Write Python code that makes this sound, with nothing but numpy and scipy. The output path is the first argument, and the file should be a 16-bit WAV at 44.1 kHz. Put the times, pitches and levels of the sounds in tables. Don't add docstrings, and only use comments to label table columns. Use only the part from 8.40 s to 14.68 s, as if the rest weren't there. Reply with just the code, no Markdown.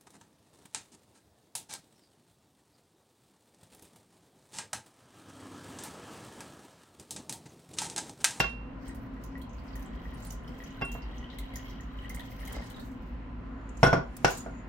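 import sys
import numpy as np
from scipy import signal
from scipy.io import wavfile
from scipy.ndimage import uniform_filter1d

SR = 44100
rng = np.random.default_rng(int(sys.argv[2]) if len(sys.argv) > 2 else 0)


def master_out(mix):
    frames = np.transpose(np.atleast_2d(mix))
    ceiling = np.clip(frames, -1, 1)
    pcm = np.round(ceiling * 32767).astype(np.int16)
    wavfile.write(sys.argv[1], SR, pcm)


N = 277036

# (f/Hz, likeness 0 to 1)
PORT_LIKENESS = [(40, .998), (170, .985), (350, .65), (700, .35), (1500, .15), (5000, .03)]


def from_db(db):
    return 10 ** (np.asarray(db) / 20)


def rms_one(x):
    return x / np.sqrt(np.mean(x ** 2) + 1e-20)


def in_time(rows):
    s, *columns = np.transpose(rows)
    t = np.arange(N) / SR
    return [np.interp(t, s, column, left=-120, right=-120) for column in columns]


def at_hz(points, hz):
    points = np.array(points)
    return np.interp(np.log(hz), np.log(points[:, 0]), points[:, 1])


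def likeness_at(hz):
    return np.clip(at_hz(PORT_LIKENESS, hz), 0, 1)


def drift(rate_hz):
    r = np.exp(-80 * np.pi * rate_hz / SR)
    white = rng.standard_normal(N // 40 + 2002)
    slow = signal.lfilter([1], [1, -2 * r, r * r], white)[2000:]
    return np.interp(np.arange(N) / 40, np.arange(len(slow)), rms_one(slow))


def resonance(x, hz, width_hz):
    r = np.exp(-np.pi * width_hz / SR)
    zeros = np.array([1, 0, -1]) * (1 - r * r) / 2
    return signal.lfilter(zeros, [1, -2 * r * np.cos(2 * np.pi * hz / SR), r * r], x)


def bandpass(x, low_hz, high_hz):
    return signal.sosfilt(signal.butter(2, [low_hz, high_hz], "band", fs=SR, output="sos"), x)


def pair(mid, side, hz):
    alike = likeness_at(hz)
    return (np.sqrt(1 + alike) * mid + np.sqrt(1 - alike) * side * [[1], [-1]]) / np.sqrt(2)


def banded_noise(spectrum, white, patchy_db):
    out = 0
    edges_hz = 23 * 2 ** np.arange(0, 10, .5)
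    for k, (low, high) in enumerate(zip(edges_hz, edges_hz[1:])):
        hz = np.sqrt(low * high)
        if spectrum[0][0] < hz < spectrum[-1][0]:
            mid, side = bandpass(white[k % 2], low, high)
            level_db = at_hz(spectrum, hz) + patchy_db * drift(2.13)
            out = out + from_db(level_db) * pair(mid, side, hz)
    return rms_one(out)


def add(out, s, sound, pan_db):
    i = round(s * SR)
    panned = sound * from_db([[pan_db / 2], [-pan_db / 2]])
    out[:, i:i + sound.shape[-1]] += panned[:, :N - i]


def fading(t60, seconds, rise_s):
    t = np.arange(int(seconds * SR)) / SR
    return (1 - np.exp(-t / rise_s)) * from_db(-60 * t / t60)


def room_tone():
    # (f/Hz, relative level/dB per Hz)
    air_colour = [(12, -41), (20, -12.5), (48, -9), (63, 6.5), (81, -26), (255, -9.5), (301, -20),
                  (485, -23.5), (574, -24), (1060, -25.5), (1910, -32), (2320, -39.5), (2750, -31.5),
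                  (5680, -83.5)]
    # (f/Hz, width of each of two resonances/Hz, rms level/dB)
    hums = [(50.16, 9.5, -45.5), (112, 15.4, -53.5), (163.5, 32, -57.5), (240.9, 17, -53.5),
            (267.8, 9.1, -51.5), (501.5, 10.6, -66.5), (1018, 72, -61.5)]
    air_db = -44.5
    out = from_db(air_db) * banded_noise(air_colour, rng.standard_normal((2, 2, N)), patchy_db=1.4)
    for hz, width_hz, level_db in hums:
        white = rng.standard_normal((2, N))
        mid, side = resonance(resonance(white, hz, width_hz), hz, width_hz)
        out = out + from_db(level_db) * rms_one(pair(mid, side, hz))
    return out


def struck(modes, scatter_db, free=1, split=0, hardness_hz=20000):
    longest_t60 = np.max(modes, 0)[2]
    t = np.arange(int(min(.6, 1.2 * free * longest_t60) * SR)) / SR
    out = 0
    luck_and_twin = rng.standard_normal((len(modes), 2))
    for (hz, level_db, t60), (luck, twin) in zip(modes, luck_and_twin):
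        port_phase = 0.84 * np.arccos(likeness_at(hz)) * np.array([[.5], [-.5]])
        softening = (1 + (hz / hardness_hz) ** 4) ** .5
        size = from_db(level_db + scatter_db * luck - 60 * t / t60 / free) / softening
        beat = 1 + .9 * np.sin(2 * np.pi * split * hz * t + twin) * (split > 0)
        out = out + size * beat * np.sin(2 * np.pi * hz * t + port_phase)
    return out * (1 - np.exp(-t / 0.0022))


def blows(events, body, split, reach):
    # (f/Hz, relative level/dB, t60/s)
    thud_modes = [(56.3, -11, 0.35), (137.3, 4, 0.097), (166, 4.5, 0.077), (264, 4, 0.053)]
    knock_modes = [(336, -1.5, 0.095), (388.5, 2.5, 0.099), (495, 4.5, 0.086), (580, 5.5, 0.057),
                   (676, 21, 0.022), (660, -28, 0.06), (772, 4.5, 0.094), (868, 19, 0.016),
                   (1160, -0.5, 0.09), (1208, -8.5, 0.11), (1413, 6, 0.081), (1586, 0.5, 0.071),
                   (2037, 13, 0.017), (2160, -28, 0.027)]
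    knock_modes_db = -8.5
    knocks, rings = np.zeros((2, 2, N))
    for s, knock_db, thud_db, crack_db, ring_db, free, hardness_hz, pan_db in events:
        free = np.clip(free, .1, 1.5)
        mid, side, *edge = rng.standard_normal((4, int(.3 * SR)))
        dull_fade = fading(0.048, .3, 0.0002) + 0.72 * fading(0.17 * free ** .5, .3, 0.0033)
        dull = bandpass(pair(mid, side, 800), 300, hardness_hz) * dull_fade
        core = resonance(resonance(np.array(edge), 5500, 1500), 5300, 3000)
        crack = core * fading(.08, .3, .0004)
        crack = crack + 0.13 * np.diff(edge, prepend=0) * fading(0.02, .3, 0.0005)
        add(knocks, s, from_db(knock_db) * dull + from_db(crack_db) * crack, pan_db)
        counter = struck(knock_modes, 0.82, free ** .5, hardness_hz=hardness_hz)
        add(knocks, s, from_db(knock_db + knock_modes_db) * counter, pan_db)
        add(knocks, s, from_db(thud_db) * struck(thud_modes, 0.94), pan_db)
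        vessel = struck(body, 0.29, free, split, reach * hardness_hz)
        add(rings, s, from_db(ring_db) * vessel, pan_db)
    return knocks, rings


def bowl_clinks():
    # (t/s, knock level/dB, thud level/dB, crack level/dB, ring level/dB,
    # share of free ring time, hardness/Hz, pan/dB)
    contacts = [(0.001, -18, -29.5, -48, -22.5, 0.33, 4170, 1),
                (0.0402, -56, -47, -60, -34, 0.84, 1300, -14.5), (2.09, -49, -41, -75, -79, 0.76, 1500, -2),
                (2.412, -32, -69, -63, -43, 0.21, 2340, -3), (2.419, -32, -33, -62, -31, 0.85, 1470, -1.5),
                (2.551, -36.5, -41, -65, -75, 0.54, 1180, -4)]
    # (f/Hz, relative level/dB, t60/s)
    bowl_modes = [(382, -5.5, 0.1), (790, 0, 0.067), (1112, -1.5, 0.17), (1603, -3.5, 0.09),
                  (2114, 1, 0.075), (2730, -1, 0.13), (2731, 0, .62), (5394, -11, .2), (3332, -6, 0.1),
                  (3840, -33, 0.07), (4920, -1, 0.071), (7700, -24, 0.037), (8850, -27, 0.061),
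                  (9800, -24, 0.096), (10650, -16, 0.12), (12400, -6, 0.16), (13800, -3, 0.12)]
    return blows(contacts, bowl_modes, split=0, reach=1.87)


def bursts(events):
    out = np.zeros((2, N))
    for s, core_db, hz, hiss_db, t60, pan_db in events:
        noise = rng.standard_normal((3, int(.2 * SR)))
        grit = from_db(3.6 * rms_one(uniform_filter1d(noise[2], size=90)))
        core = rms_one(resonance(resonance(noise[:2], hz, 0.15 * hz), hz, .5 * hz))
        hiss = signal.sosfilt(signal.butter(2, 6000, "high", fs=SR, output="sos"), noise[:2])
        burst = from_db(core_db) * core + from_db(hiss_db) * hiss
        envelope = 0.77 * fading(0.031, .2, 0.0003) + 0.54 * grit * fading(t60, .2, 0.0027)
        add(out, s, burst * envelope, pan_db)
    return out


def splats():
    # (t/s, coloured core level/dB, core f/Hz, broad hiss level/dB)
    splat_events = [(0.094, -61.5, 9200, -77), (0.4787, -51.5, 8500, -53), (0.5465, -64, 12100, -51.5),
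                    (0.837, -56.5, 6800, -47), (0.9775, -63, 13400, -57), (1.0153, -55.5, 4030, -51.5),
                    (1.093, -62, 6400, -80), (1.1314, -60, 6500, -66), (1.1823, -58.5, 4500, -93),
                    (1.236, -84, 12000, -65), (1.279, -59, 4960, -79), (1.3284, -58, 4700, -74),
                    (1.3545, -59, 6840, -46.5), (1.394, -60, 14400, -54), (1.4234, -60, 6250, -51),
                    (1.459, -59, 7500, -79), (1.741, -58, 9700, -79), (1.8009, -69, 11700, -55.5),
                    (1.8236, -53, 7380, -61), (1.8488, -53.5, 4830, -44), (1.8683, -49, 9000, -68),
                    (1.904, -44, 6600, -45), (1.922, -63, 6460, -42), (2.0765, -57.5, 5200, -58.5),
                    (2.032, -80, 13000, -66), (2.2244, -64, 12200, -64), (2.237, -51.5, 6200, -55),
                    (2.3042, -60, 6400, -80), (2.4495, -47.5, 9000, -52), (2.5167, -47.5, 7200, -45.5),
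                    (2.541, -53, 14600, -60), (2.62, -55, 4830, -84), (2.7815, -54.5, 6150, -89),
                    (2.901, -48.5, 3700, -87), (2.9856, -44, 3820, -38.5), (3.137, -60, 4830, -53),
                    (3.1566, -41.5, 6630, -38), (3.2973, -56.5, 5750, -72), (3.4063, -53.5, 6550, -57),
                    (3.535, -77, 13100, -83), (3.62, -75, 10100, -66), (3.694, -52, 6500, -41),
                    (3.7457, -51, 8900, -40), (3.7942, -45, 3570, -47.5), (3.919, -71, 14000, -72),
                    (4.001, -55, 9600, -63), (4.0512, -56.5, 6990, -45), (4.074, -66, 12300, -42),
                    (4.1234, -61, 8550, -40), (4.2204, -55, 3900, -59), (4.2403, -57, 9600, -68),
                    (4.2997, -52, 3900, -46), (4.363, -50, 3630, -59), (4.396, -51.5, 4070, -52),
                    (4.465, -72, 12000, -64)]
    loud_t60_s, loud_db = 0.11, -42
    shortening = 0.14
    pan_scatter_db = 3
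    s, core_db, hz, hiss_db = np.transpose(splat_events)
    stronger_db = np.maximum(core_db, hiss_db)
    t60 = loud_t60_s * from_db(-shortening * (stronger_db - loud_db))
    pan_db = pan_scatter_db * rng.standard_normal(len(s))
    return bursts(zip(s, core_db, hz, hiss_db, t60, pan_db))


def grains(per_s, spread_db, channels):
    draw = rng.uniform(-1, 1, (channels, N)) / (per_s / SR)
    hit = np.abs(draw) < 1
    out = np.zeros((channels, N))
    boost = np.minimum(-np.log(np.abs(draw[hit])), 4)
    out[hit] = np.sign(draw[hit]) * from_db(spread_db * boost)
    return out


def ring(clicks, hz, t60):
    r, w = from_db(-60 / (t60 * SR)), 2 * np.pi * hz / SR
    return signal.lfilter([0, np.sin(w)], [1, -2 * r * np.cos(w), r * r], clicks + 1e-18)


def droplets(pitches_hz, per_s, cycles):
    born = grains(per_s / len(pitches_hz), 1.7, channels=1)[0]
    out = 0
    for k, hz in enumerate(pitches_hz):
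        drops = np.roll(born, 9973 * k)
        out = out + ring(drops, hz, cycles / hz) * [[1], [(-1) ** k]]
    return rms_one(out)


def surges():
    # (t/s, peak level/dB)
    swells = [(3.808, -52.5), (4.184, -44.5), (4.4, -51)]
    rise_db_per_s, fall_db_per_s = 101, 228
    s, peak_db = np.transpose(swells)[:, :, None]
    late = np.arange(N) / SR - s
    return np.max(peak_db + np.minimum(rise_db_per_s * late, -fall_db_per_s * late), axis=0)


def stream():
    # (t/s, spray level/dB, gurgle level/dB)
    pour_levels = [(0.3, -110, -115), (0.47, -57.5, -60.5), (0.65, -77, -84), (0.84, -69, -85),
                   (1.0, -79, -83), (1.3, -68.5, -65.5), (1.6, -77, -64), (1.87, -60.5, -65.5),
                   (2.04, -82, -66.5), (2.27, -64, -59.5), (2.42, -66, -60), (3.09, -70, -59),
                   (3.31, -66, -57.5), (3.45, -71.5, -69), (3.65, -67, -56.5), (3.9, -64.5, -64),
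                   (4.12, -53.5, -53.5), (4.4, -65, -71), (4.75, -78, -93)]
    # (f/Hz, relative level/dB per Hz)
    spray_colour = [(2350, -35), (4000, 0), (5760, -1.5), (7750, -5), (8400, -28), (10800, -39.5),
                    (15100, 7), (16000, -10)]
    spray_db, gurgle_db = in_time(pour_levels)
    clumped_per_s = 2500 * from_db(8.8 * drift(22))
    clicks = grains(clumped_per_s, 2.9, channels=4).reshape(2, 2, N)
    spray = banded_noise(spray_colour, clicks, patchy_db=4.5)
    spray = spray + 0.082 * droplets(np.geomspace(4300, 9500, 7), per_s=200, cycles=110)
    gurgle = droplets([1943, 2170, 2963, 3020, 3210, 3880], per_s=410, cycles=55)
    slosh = droplets([460, 615, 740, 1070, 1420], per_s=260, cycles=4.4)
    return from_db(spray_db) * spray + from_db(gurgle_db) * gurgle + from_db(surges()) * slosh


def bubbles():
    # (t/s, nominal peak level/dB, starting f/Hz)
    bubble_events = [(0.4955, -44, 1875), (0.767, -49, 1910), (0.9543, -38.5, 1920), (1.0157, -49.5, 3200),
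                     (1.3553, -44, 1880), (1.6548, -43, 1890), (1.7231, -47, 1880), (1.9062, -50, 2960),
                     (2.0783, -48, 3050), (2.203, -40.5, 1940), (2.2255, -45, 1890), (2.3777, -45, 1510),
                     (2.7582, -51, 1890), (2.8286, -47, 1920), (2.8426, -42.5, 2990), (2.9036, -48, 3070),
                     (2.9877, -43, 2080), (3.1379, -43, 2030), (3.1628, -42.5, 1860), (3.312, -53, 2070),
                     (3.3993, -45, 1870), (3.5894, -43, 2980), (3.6477, -41, 1920), (3.701, -37, 2040),
                     (3.7475, -43, 1870), (3.7709, -40, 2090), (3.7983, -39, 1880), (3.9186, -48, 2080),
                     (4.0099, -45, 2100), (4.0328, -43, 1850), (4.0772, -40, 2090), (4.1531, -40.5, 2050),
                     (4.1905, -44.5, 2050), (4.2219, -43, 1880), (4.309, -49, 3000), (4.3446, -46, 3800),
                     (4.363, -52, 3730), (4.4025, -53, 3700)]
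    t60_s, phase_rise_per_s = 0.047, 0.97
    t = np.arange(int(.15 * SR)) / SR
    port_phase = np.array([[.6], [-.6]])
    out = np.zeros((2, N))
    for s, peak_db, hz in bubble_events:
        tone = np.sin(2 * np.pi * hz * t * (1 + phase_rise_per_s * t) + port_phase)
        add(out, s, from_db(peak_db) * tone * fading(t60_s, .15, 0.00008), .8)
    return out


def slide():
    # (t/s, thin rustle level/dB, broad grit level/dB)
    drag_levels = [(5.05, -92, -95), (5.324, -78, -87), (5.46, -61, -49), (5.6, -81, -85),
                   (5.816, -82, -67), (5.9, -51, -46), (6.01, -49.5, -60), (6.052, -79, -69),
                   (6.19, -67.5, -86), (6.28, -95, -90)]
    rustle_hz, width_hz = 6900, 480
    rustle_db, grit_db = in_time(drag_levels)
    grit = grains(6500, 0.86, channels=2)
    rustle = resonance(resonance(grit, rustle_hz, width_hz), rustle_hz, width_hz)
    scrape = resonance(grit[:, ::-1], 4000, 7100)
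    return from_db(rustle_db) * rms_one(rustle) + from_db(grit_db) * rms_one(scrape)


def jug_ticks():
    # (t/s, coloured core level/dB, core f/Hz, broad hiss level/dB, t60/s, pan/dB)
    tick_events = [(5.29, -54.5, 7100, -91, 0.066, -1), (5.3703, -50, 6900, -87, 0.057, -1),
                   (5.7662, -55, 9400, -39.5, 0.057, 0), (5.906, -36, 7000, -35, 0.11, -2),
                   (5.9544, -60, 7300, -61, 0.08, 1), (5.9726, -45, 8500, -41, 0.14, -1)]
    return bursts(tick_events)


def jug_set_down():
    # (t/s, knock level/dB, thud level/dB, crack level/dB, ring level/dB,
    # share of free ring time, hardness/Hz, pan/dB)
    contacts = [(5.43, -10, -15, -26, -24, 0.88, 2010, 0.8), (5.468, -17, -22, -27, -29, 0.42, 1090, -0.5),
                (5.529, -13.5, -19.5, -27.5, -39.5, 0.84, 1370, -0.2),
                (5.562, -49, -26.5, -45, -59, 0.97, 1190, 1.5), (5.575, -35, -25.5, -46, -63, 1, 1200, 0),
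                (5.846, -7.5, -25, -14.5, -24, 0.18, 1910, 0.3),
                (5.878, -41, -55, -44, -31.5, 0.19, 2500, 1), (6.062, -33, -48, -70, -67, 0.79, 1050, -2.5)]
    # (f/Hz, relative level/dB, t60/s)
    jug_modes = [(1046, -7, .25), (1418, -7, .15), (1480, 6, .34), (2120, -4, .17), (1860, -14, .1),
                 (2460, -16, .1), (2720, -24, .2), (3370, -15, .35), (5228, -8, .1), (5515, -3, .24),
                 (5930, -18, .2), (6240, -20, .2), (7806, -22, .17), (8096, -21, .2), (9092, -21, .15),
                 (9593, -19, .25), (10400, -24, .11), (10870, -22, .25), (12250, -26, .1), (12980, -26, .2),
                 (13820, -28, .15), (14630, -28, .18)]
    return blows(contacts, jug_modes, split=0.0038, reach=5.0)


def kitchen(x):
    t60_s, wall_cut_hz = 0.27, 5900
    tail = rng.standard_normal((2, int(.6 * SR))) * fading(t60_s, .6, .006)
    tail = bandpass(tail, 300, wall_cut_hz)
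    tail = tail / np.sqrt(np.sum(tail ** 2, axis=1, keepdims=True))
    return signal.fftconvolve(x, tail, axes=1)[:, :N]


def scene():
    kitchen_db = -9.5
    bowl_knocks, bowl_ring = bowl_clinks()
    jug_knocks, jug_ring = jug_set_down()
    water = splats() + stream() + bubbles()
    near = bowl_knocks + water + slide() + jug_ticks() + jug_knocks
    return room_tone() + near + from_db(kitchen_db) * kitchen(near) + bowl_ring + jug_ring


def record(dry):
    noise_db, cutoff_hz = -92, 16700
    hiss = np.diff(from_db(noise_db) * rng.standard_normal((2, N + 1)))
    return signal.sosfilt(signal.cheby2(16, 70, cutoff_hz, fs=SR, output="sos"), dry + hiss)


dry = scene()
out = record(dry)
master_out(out)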